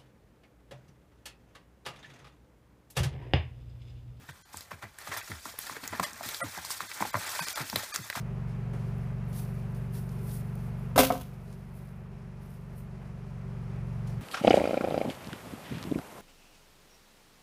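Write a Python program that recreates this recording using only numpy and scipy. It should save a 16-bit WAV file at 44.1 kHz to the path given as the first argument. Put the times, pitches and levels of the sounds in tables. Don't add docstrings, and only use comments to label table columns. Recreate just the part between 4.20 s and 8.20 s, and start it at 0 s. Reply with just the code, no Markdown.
import sys
import numpy as np
from scipy import signal
from scipy.fft import rfft, irfft
from scipy.io import wavfile
from scipy.ndimage import uniform_filter1d

SR = 44100
rng = np.random.default_rng(int(sys.argv[2]) if len(sys.argv) > 2 else 0)


def generate_wav(signal):
    frames = np.transpose(np.atleast_2d(signal))
    scaled = np.clip(frames, -1, 1) * 32767
    pcm = np.round(scaled).astype(np.int16)
    wavfile.write(sys.argv[1], SR, pcm)


def nominal_scale(level):
    x = np.asarray(level, float) / 20
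    return 10 ** x


N = 176400


def band(x, hz, width):
    low = max(hz - width / 2, 15)
    high = min(hz + width / 2, 0.45 * SR)
    return signal.sosfilt(signal.butter(2, [low, high], "band", fs=SR, output="sos"), x)


def unit(x):
    return x / np.sqrt(np.mean(x ** 2))


def walk(rate):
    hold = int(SR / rate)
    steps = np.repeat(rng.standard_normal(N // hold + 1), hold)
    return 1.19 * uniform_filter1d(uniform_filter1d(steps, hold), hold)[:N]


def level_at(spectrum, hz):
    table = np.array(spectrum)
    return np.interp(np.log(hz), np.log(table[:, 0]), table[:, 1])


def add(out, start_s, x, peak_db):
    i = int(start_s * SR)
    out[i:i + len(x)] += (x * nominal_scale(peak_db) / np.max(np.abs(x)))[:N - i]


def ring(t, hz, glide, t60, turn):
    tau = t60 / np.log(1000)
    fade = np.exp(-t / tau)
    cycles = hz * (t + glide * tau * (1 - fade))
    return fade * np.sin(2 * np.pi * (cycles + turn))


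# (time [s], peak level [dB], pitch [Hz])
HOOF_THUDS = [(0.001, -48.5, 73.6), (0.085, -42.5, 120), (0.342, -45.5, 169), (0.521, -45, 150),
              (0.629, -41.5, 94.2), (0.883, -42, 94), (1.096, -37, 98.6), (1.258, -43.5, 225),
              (1.504, -41.5, 154), (1.567, -49, 265), (1.628, -42, 240), (1.725, -35, 265),
              (1.793, -31.5, 201), (1.925, -46, 230), (2.002, -44.5, 197), (2.055, -39.5, 225),
              (2.226, -32, 107), (2.372, -43, 155), (2.61, -47.5, 266), (2.807, -28.5, 249),
              (2.945, -29.5, 100.4), (3.205, -40, 154), (3.402, -33, 131), (3.526, -33, 298),
              (3.546, -38, 120), (3.786, -36.5, 117.4), (3.965, -33.5, 79)]


def thuds():
    out, t = np.zeros(N), np.arange(SR // 4) / SR
    rise_s, glide, roughness = 0.0039, 0.559, 0.88
    for start_s, peak_db, hz in HOOF_THUDS:
        t60 = 0.21 * (110 / hz) ** 0.8
        body = ring(t, hz * 0.879, glide, t60, rng.random())
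        grit = unit(band(rng.standard_normal(len(t)), 196.0, 211.0)) * np.exp(-t / 0.026)
        add(out, start_s, (body + roughness * grit) * (1 - np.exp(-t / rise_s)), peak_db)
    return out


# (time [s], peak level [dB], pitch [Hz], swell [s])
GROUND_WOBBLES = [(0.1, -47, 80, 0.023), (0.361, -48, 80, 0.016), (0.53, -46, 84, .02),
                  (0.645, -46, 91, 0.014), (0.885, -43, 95, .012), (0.97, -47.5, 89, 0.013),
                  (1.12, -40.5, 79.5, 0.034), (1.269, -54, 90, 0.014), (1.34, -56, 80, 0.013),
                  (1.7, -44.5, 88, .04), (2.244, -44.5, 85, 0.027), (2.386, -49, 73.6, .015),
                  (2.83, -45.5, 90, .015), (2.955, -40, 90, 0.017), (3.209, -39.5, 132, 0.0059),
                  (3.41, -41, 109, 0.014), (3.545, -47, 98, 0.054), (3.796, -43, 107, 0.0095)]


def wobbles():
    out, t = np.zeros(N), np.arange(SR // 4) / SR
    for start_s, peak_db, hz, swell_s in GROUND_WOBBLES:
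        swell = t * np.exp(-t / max(swell_s, 0.004))
        add(out, start_s, ring(t, hz * 0.857, 0.43, 0.27, rng.random()) * swell, peak_db)
    return out


# (time [s], peak level [dB], pitch [Hz])
FAR_KNOCKS = [(0.093, -38, 950), (0.343, -32, 925), (0.516, -29, 1100), (0.517, -35, 587),
              (0.627, -34.5, 970), (0.786, -37, 1750), (0.874, -31.5, 810), (0.92, -25.5, 1680),
              (0.965, -28.5, 1790), (1.076, -36, 1490), (1.117, -25, 1710), (1.256, -28, 1000),
              (1.34, -43, 510), (1.387, -32, 2040), (1.4965, -26, 1080), (1.566, -28.5, 1650),
              (1.567, -36.5, 440), (1.635, -38, 907), (1.734, -31, 614), (1.797, -15, 1054),
              (1.799, -24.5, 680), (1.83, -27, 1130), (2.009, -28, 683), (2.036, -40, 1310),
              (2.213, -37.5, 618), (2.218, -28, 1300), (2.232, -34, 613), (2.245, -33, 980),
              (2.377, -30.5, 760), (2.385, -30.5, 1650), (2.448, -33.5, 1000), (2.504, -29, 1010)]
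# (time [s], peak level [dB], pitch [Hz])
CLOSE_KNOCKS = [(2.605, -21, 1180), (2.715, -27, 2300), (2.806, -21, 800), (2.824, -15.5, 925),
                (2.852, -24.5, 805), (2.943, -14, 1030), (2.953, -17.5, 1060), (2.971, -26, 634),
                (3.014, -34, 840), (3.192, -22, 1000), (3.2834, -28, 2300), (3.374, -25.5, 980),
                (3.396, -31, 840), (3.41, -36, 610), (3.447, -41, 1890), (3.497, -31, 1910),
                (3.529, -24, 910), (3.558, -17.5, 1840), (3.558, -26, 530), (3.603, -34.5, 880),
                (3.632, -36.5, 590), (3.759, -25.5, 1380), (3.9, -21, 1800), (3.9, -35, 544),
                (3.927, -25, 1900), (3.954, -27, 1045), (3.975, -30, 840)]


def knocks():
    out, t = np.zeros(N), np.arange(SR // 25) / SR
    cycles, glide = 3.4, 0.31
    for start_s, peak_db, hz in list(FAR_KNOCKS) + list(CLOSE_KNOCKS):
        t60 = cycles * 2.75 / hz
        body = ring(t, hz * 0.943, glide, t60, 0)
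        overtone_hz = hz * (1.62 + 0.5 * rng.random())
        overtone = ring(t, overtone_hz, 0.21, t60 * 0.4, rng.random())
        rough = band(rng.standard_normal(len(t)), hz, hz * 1.1) * np.exp(-t / 0.0025)
        wood_hit = body + 0.88 * overtone + 0.76 * rough
        add(out, start_s, wood_hit * (1 - np.exp(-t / 0.0013)), peak_db)
    return out


# (time [s], peak level [dB], pitch [Hz])
STEM_SNAPS = [(0.371, -25.5, 7950), (0.408, -28.5, 4460), (0.7866, -30, 8700), (0.974, -26, 5530),
              (1.3891, -17, 12600), (1.4676, -28, 3890), (1.6395, -27.5, 3560), (1.6767, -22, 6300),
              (1.7988, -22, 3530), (1.9321, -28.5, 7160), (2.089, -22, 3200), (2.1457, -18.5, 4400),
              (2.376, -26.5, 5730), (2.4498, -27, 5040), (2.505, -29, 6060), (2.7157, -32, 3950),
              (2.806, -33, 6830), (3.0929, -25, 6900), (3.284, -20.5, 5320), (3.3058, -33, 4000),
              (3.358, -24.5, 4790), (3.375, -27, 3500), (3.4177, -25.5, 4530), (3.478, -37, 6640),
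              (3.499, -21, 4800), (3.5592, -11, 4050), (3.7414, -24.5, 5450), (3.7605, -14, 5900),
              (3.9005, -20.5, 3660)]


def snaps():
    out, t = np.zeros(N), np.arange(SR // 50) / SR
    fade = nominal_scale(-60 * t / 0.0076) + 0.11 * np.exp(-t / 0.0065)
    for start_s, peak_db, hz in STEM_SNAPS:
        noise = rng.standard_normal(len(t))
        crack = band(noise, hz, hz * 0.47) + 0.32 * band(noise, 7500.0, 23000.0)
        add(out, start_s, crack * fade, peak_db)
    return out


def grains(per_s):
    hits = rng.random(N) < per_s / SR
    signs = np.sign(rng.standard_normal(N))
    spread_db = 8 * np.minimum(rng.exponential(size=N), 2.2)
    return unit(hits * signs * nominal_scale(spread_db))


# (time [s], peak level [dB], brightness [dB], decay [s])
LEAF_CRUNCHES = [(0.091, -26.5, -5.5, 0.016), (0.332, -25, 0.5, 0.064), (0.373, -21.5, -0.5, 0.018),
                 (0.512, -24.5, -5, 0.024), (0.626, -21, -7.5, 0.021), (0.787, -32, 1, 0.19),
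                 (0.872, -23, -4, 0.061), (0.918, -17, -3, 0.054), (0.971, -12.5, -0.5, 0.021),
                 (1.079, -21.5, -3, 0.036), (1.255, -21.5, -4, 0.058), (1.388, -22, 2.5, 0.12),
                 (1.47, -24, -2.5, 0.1), (1.635, -23.5, -3.5, 0.1), (1.729, -26.5, -13, 0.028),
                 (1.832, -12, -2, 0.036), (2.032, -19, -0.5, 0.058), (2.09, -22, 4.5, 0.055),
                 (2.145, -28, 8.5, 0.035), (2.205, -19, -6.5, 0.041), (2.507, -21.5, 11.5, 0.03),
                 (2.607, -23.5, 3, 0.03), (2.804, -11.5, -2, 0.033), (2.938, -25, -7, 0.24),
                 (3.093, -20, 5, 0.3), (3.189, -20.5, -7, 0.038), (3.27, -23.5, -4.5, 0.095),
                 (3.353, -21, -7, 0.027), (3.378, -15, -3.5, 0.047), (3.56, -16, -0.5, 0.045),
                 (3.741, -15.5, 1.5, 0.056), (3.955, -18.5, -2.5, 0.18)]
# (time [s], level [dB])
LEG_SWEEP = [
    (0, -58.5),
    (.76, -63.5),
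    (.82, -51.5),
    (1.6, -51),
    (2.1, -46.5),
    (3.1, -41),
    (4, -49.5),
]
# (frequency [Hz], level [dB per Hz])
LEAF_COLOUR = [(150, -38), (250, -12), (507, -14), (897, -6), (1950, -3), (2710, -7.5), (4390, -8),
               (8620, -10), (15500, -13)]


def leaves():
    t = np.arange(N) / SR
    sweep = nominal_scale(np.interp(t, *np.array(LEG_SWEEP).T) + 0.5 * walk(14))
    dull, bright = sweep ** 2, sweep ** 2
    rise_s, crunch_db = 0.004, -19.5
    for start_s, peak_db, tilt_db, decay_s in LEAF_CRUNCHES:
        d = t - start_s
        shape = np.exp(np.where(d < 0, d / rise_s, -d / max(decay_s, 0.005)) * 2)
        dull = dull + shape * nominal_scale(peak_db + crunch_db - tilt_db) ** 2
        bright = bright + shape * nominal_scale(peak_db + crunch_db + tilt_db) ** 2

    ragged_db, clump_db = 2.1, 2.8
    bright = np.sqrt(bright) * nominal_scale(ragged_db * walk(80))
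    dull = np.sqrt(dull) * nominal_scale(ragged_db * walk(80) + clump_db * walk(30))

    grains_per_s, grain_db = 1500, 2
    shared = grains(grains_per_s)
    low, high, out = 0, 0, 0
    for hz in 400 * 2 ** np.arange(0, 5.4, 0.5):
        clicks = 0.43 * shared + 0.68 * grains(grains_per_s / 2)
        x = rng.standard_normal(N) + nominal_scale(grain_db) * clicks
        colour = np.sqrt(hz) * nominal_scale(level_at(LEAF_COLOUR, hz) + 0.36 * walk(25.44))
        x = unit(band(x, hz, hz * 0.61)) * colour
        share = np.clip(np.log2(hz / 1300) / 2, 0, 1)
        out = out + x * dull ** (1 - share) * bright ** share
        if hz < 2600:
            low = low + x
        else:
            high = high + x
    out = out + low.std() * flecks(521, 2570) * dull
    out = out + high.std() * flecks(2600, 14000) * bright
    return out / (low + high).std() * 0.85


def flecks(lo_hz, hi_hz):
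    per_s, ring_cycles, level_db = 500, 9, -5
    pitch, size, when = rng.random((per_s * N // SR, 3)).T[:, :, None]
    hz = lo_hz * (hi_hz / lo_hz) ** pitch
    k, out = np.arange(400), np.zeros(N + 400)
    cycles = k * hz / SR
    fade = np.exp(-cycles / (ring_cycles / 3) * (1500 / hz) ** 0.5)
    rings = np.sin(2 * np.pi * cycles) * cycles * fade
    rings = rings / np.sqrt(np.sum(rings ** 2, axis=1, keepdims=True))
    rings = rings * np.sqrt(hz) * nominal_scale(level_at(LEAF_COLOUR, hz) + 10 * size ** 2)
    np.add.at(out, (when * N).astype(int) + k, rings)
    return unit(out[:N]) * nominal_scale(level_db)


# (frequency [Hz], level [dB per Hz])
AIR_COLOUR = [(15, -38), (25, 9), (86, 10), (322, -6.5), (826, -4), (15500, -24.5)]


def wood():
    out = 0
    for hz in 35 * 2 ** np.arange(0, 8.8, 0.5):
        x = unit(band(rng.standard_normal(N), hz, hz * 0.223))
        out = out + x * np.sqrt(hz) * nominal_scale(level_at(AIR_COLOUR, hz) + 2.5 * walk(7.8))
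    return unit(out) * nominal_scale(-60)


def trunk_echo(x):
    t = np.arange(SR // 4) / SR
    echo_db, t60_s = -16, 0.093
    tail = band(rng.standard_normal(len(t)), 3500.0, 6750.0) * nominal_scale(-60 * t / t60_s)
    tail = tail * (t > 0.003)
    return nominal_scale(echo_db) * signal.fftconvolve(x, tail / np.sqrt(np.sum(tail ** 2)))[:N]


# (frequency [Hz], width [Hz], depth [0-1])
REFLECTION_DIPS = [
    (2863, 670, 0.51),
    (10430, 690, 0.48),
]


def ground_reflection(x):
    for hz, width, depth in REFLECTION_DIPS:
        x = x - np.clip(depth, 0, 1) * signal.lfilter(*signal.iirpeak(hz, hz / width, SR), x)
    return x


def scene():
    x = knocks() + snaps() + leaves()
    x = ground_reflection(x + trunk_echo(x))
    return (x + thuds() + wobbles() + wood())[None]


# (time [s], twice the share of spectrum kept [0-1], length [s])
THIN_MOMENTS = [(.122, .2, 0), (.238, .06, .016), (1.02, .2, 0), (1.852, .2, .006), (2.225, 0, .018),
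                (2.683, .15, .004), (2.921, .08, .005), (3.212, .12, .005), (3.258, .25, 0),
                (3.345, .07, .006), (3.731, .07, .009), (3.834, .2, 0)]
LEFT_BANDS = {1.852: [620, 1130, 1810, 2050, 2960, 3200, 3350], 2.225: [170, 560, 680, 1220, 1380, 1960,
              8490, 9480], 3.212: [170, 950, 1600, 2500, 4600], 3.258: [1900, 2350], 3.345: [620, 1450,
              2350], 3.731: [1200, 1700, 2400, 4600, 6400]}


def thin_out(x):
    n, out = 2048, x.copy()
    fade_s, leak, kept_gain, band_gain = 0.011, nominal_scale(-45), 1.4, 3.6
    t, hz = (np.arange(n) - n / 2) / SR, np.fft.rfftfreq(n, 1 / SR)
    for middle_s, share, length_s in THIN_MOMENTS:
        i = int(middle_s * SR) - n // 2
        lines = rfft(x[i:i + n] * np.hanning(n) ** 0.5)
        size = np.abs(lines)
        strength = uniform_filter1d(size, size=3) / uniform_filter1d(size, size=61) ** 0.5
        strength = strength * (hz > 1500)
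        limit = np.quantile(strength[hz < 15400], 1 - np.clip(share / 2, 0, 1))
        keep = np.where(strength > limit, kept_gain, leak)
        keep[hz < 200] = 0.6
        if middle_s in LEFT_BANDS:
            keep = np.where(hz > 4000, keep, leak)
            for centre in LEFT_BANDS[middle_s]:
                near = np.abs(hz - centre) < 50
                middle_size = size[(hz > 500) & (hz < 2500)].mean()
                even = np.sqrt(middle_size / size[near].mean())
                keep = np.where(near, band_gain * even if centre > 300 else 1, keep)
        blend = np.clip((length_s / 2 + fade_s - np.abs(t)) / fade_s, 0, 1)
        blend = np.sin(np.pi / 2 * blend) ** 2
        out[i:i + n] += blend * (irfft(lines * keep, n) - out[i:i + n])
    return out


def low_pass(x):
    return signal.sosfilt(signal.butter(12, 16590, fs=SR, output="sos"), x)


def record(dry):
    x = signal.sosfilt(signal.butter(2, 55, "high", fs=SR, output="sos"), dry[0])
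    below_top = signal.sosfilt(signal.ellip(10, 0.2, 70, 15400, fs=SR, output="sos"), x)
    over_top = band(x, 16200.0, 1100.0)
    loud = np.clip(uniform_filter1d(np.abs(over_top), size=200) / 0.006, 0, 1) ** 3
    mix = thin_out(below_top + 0.082 * loud * over_top)[None]
    return low_pass(mix)


dry = scene()
out = record(dry)
generate_wav(out)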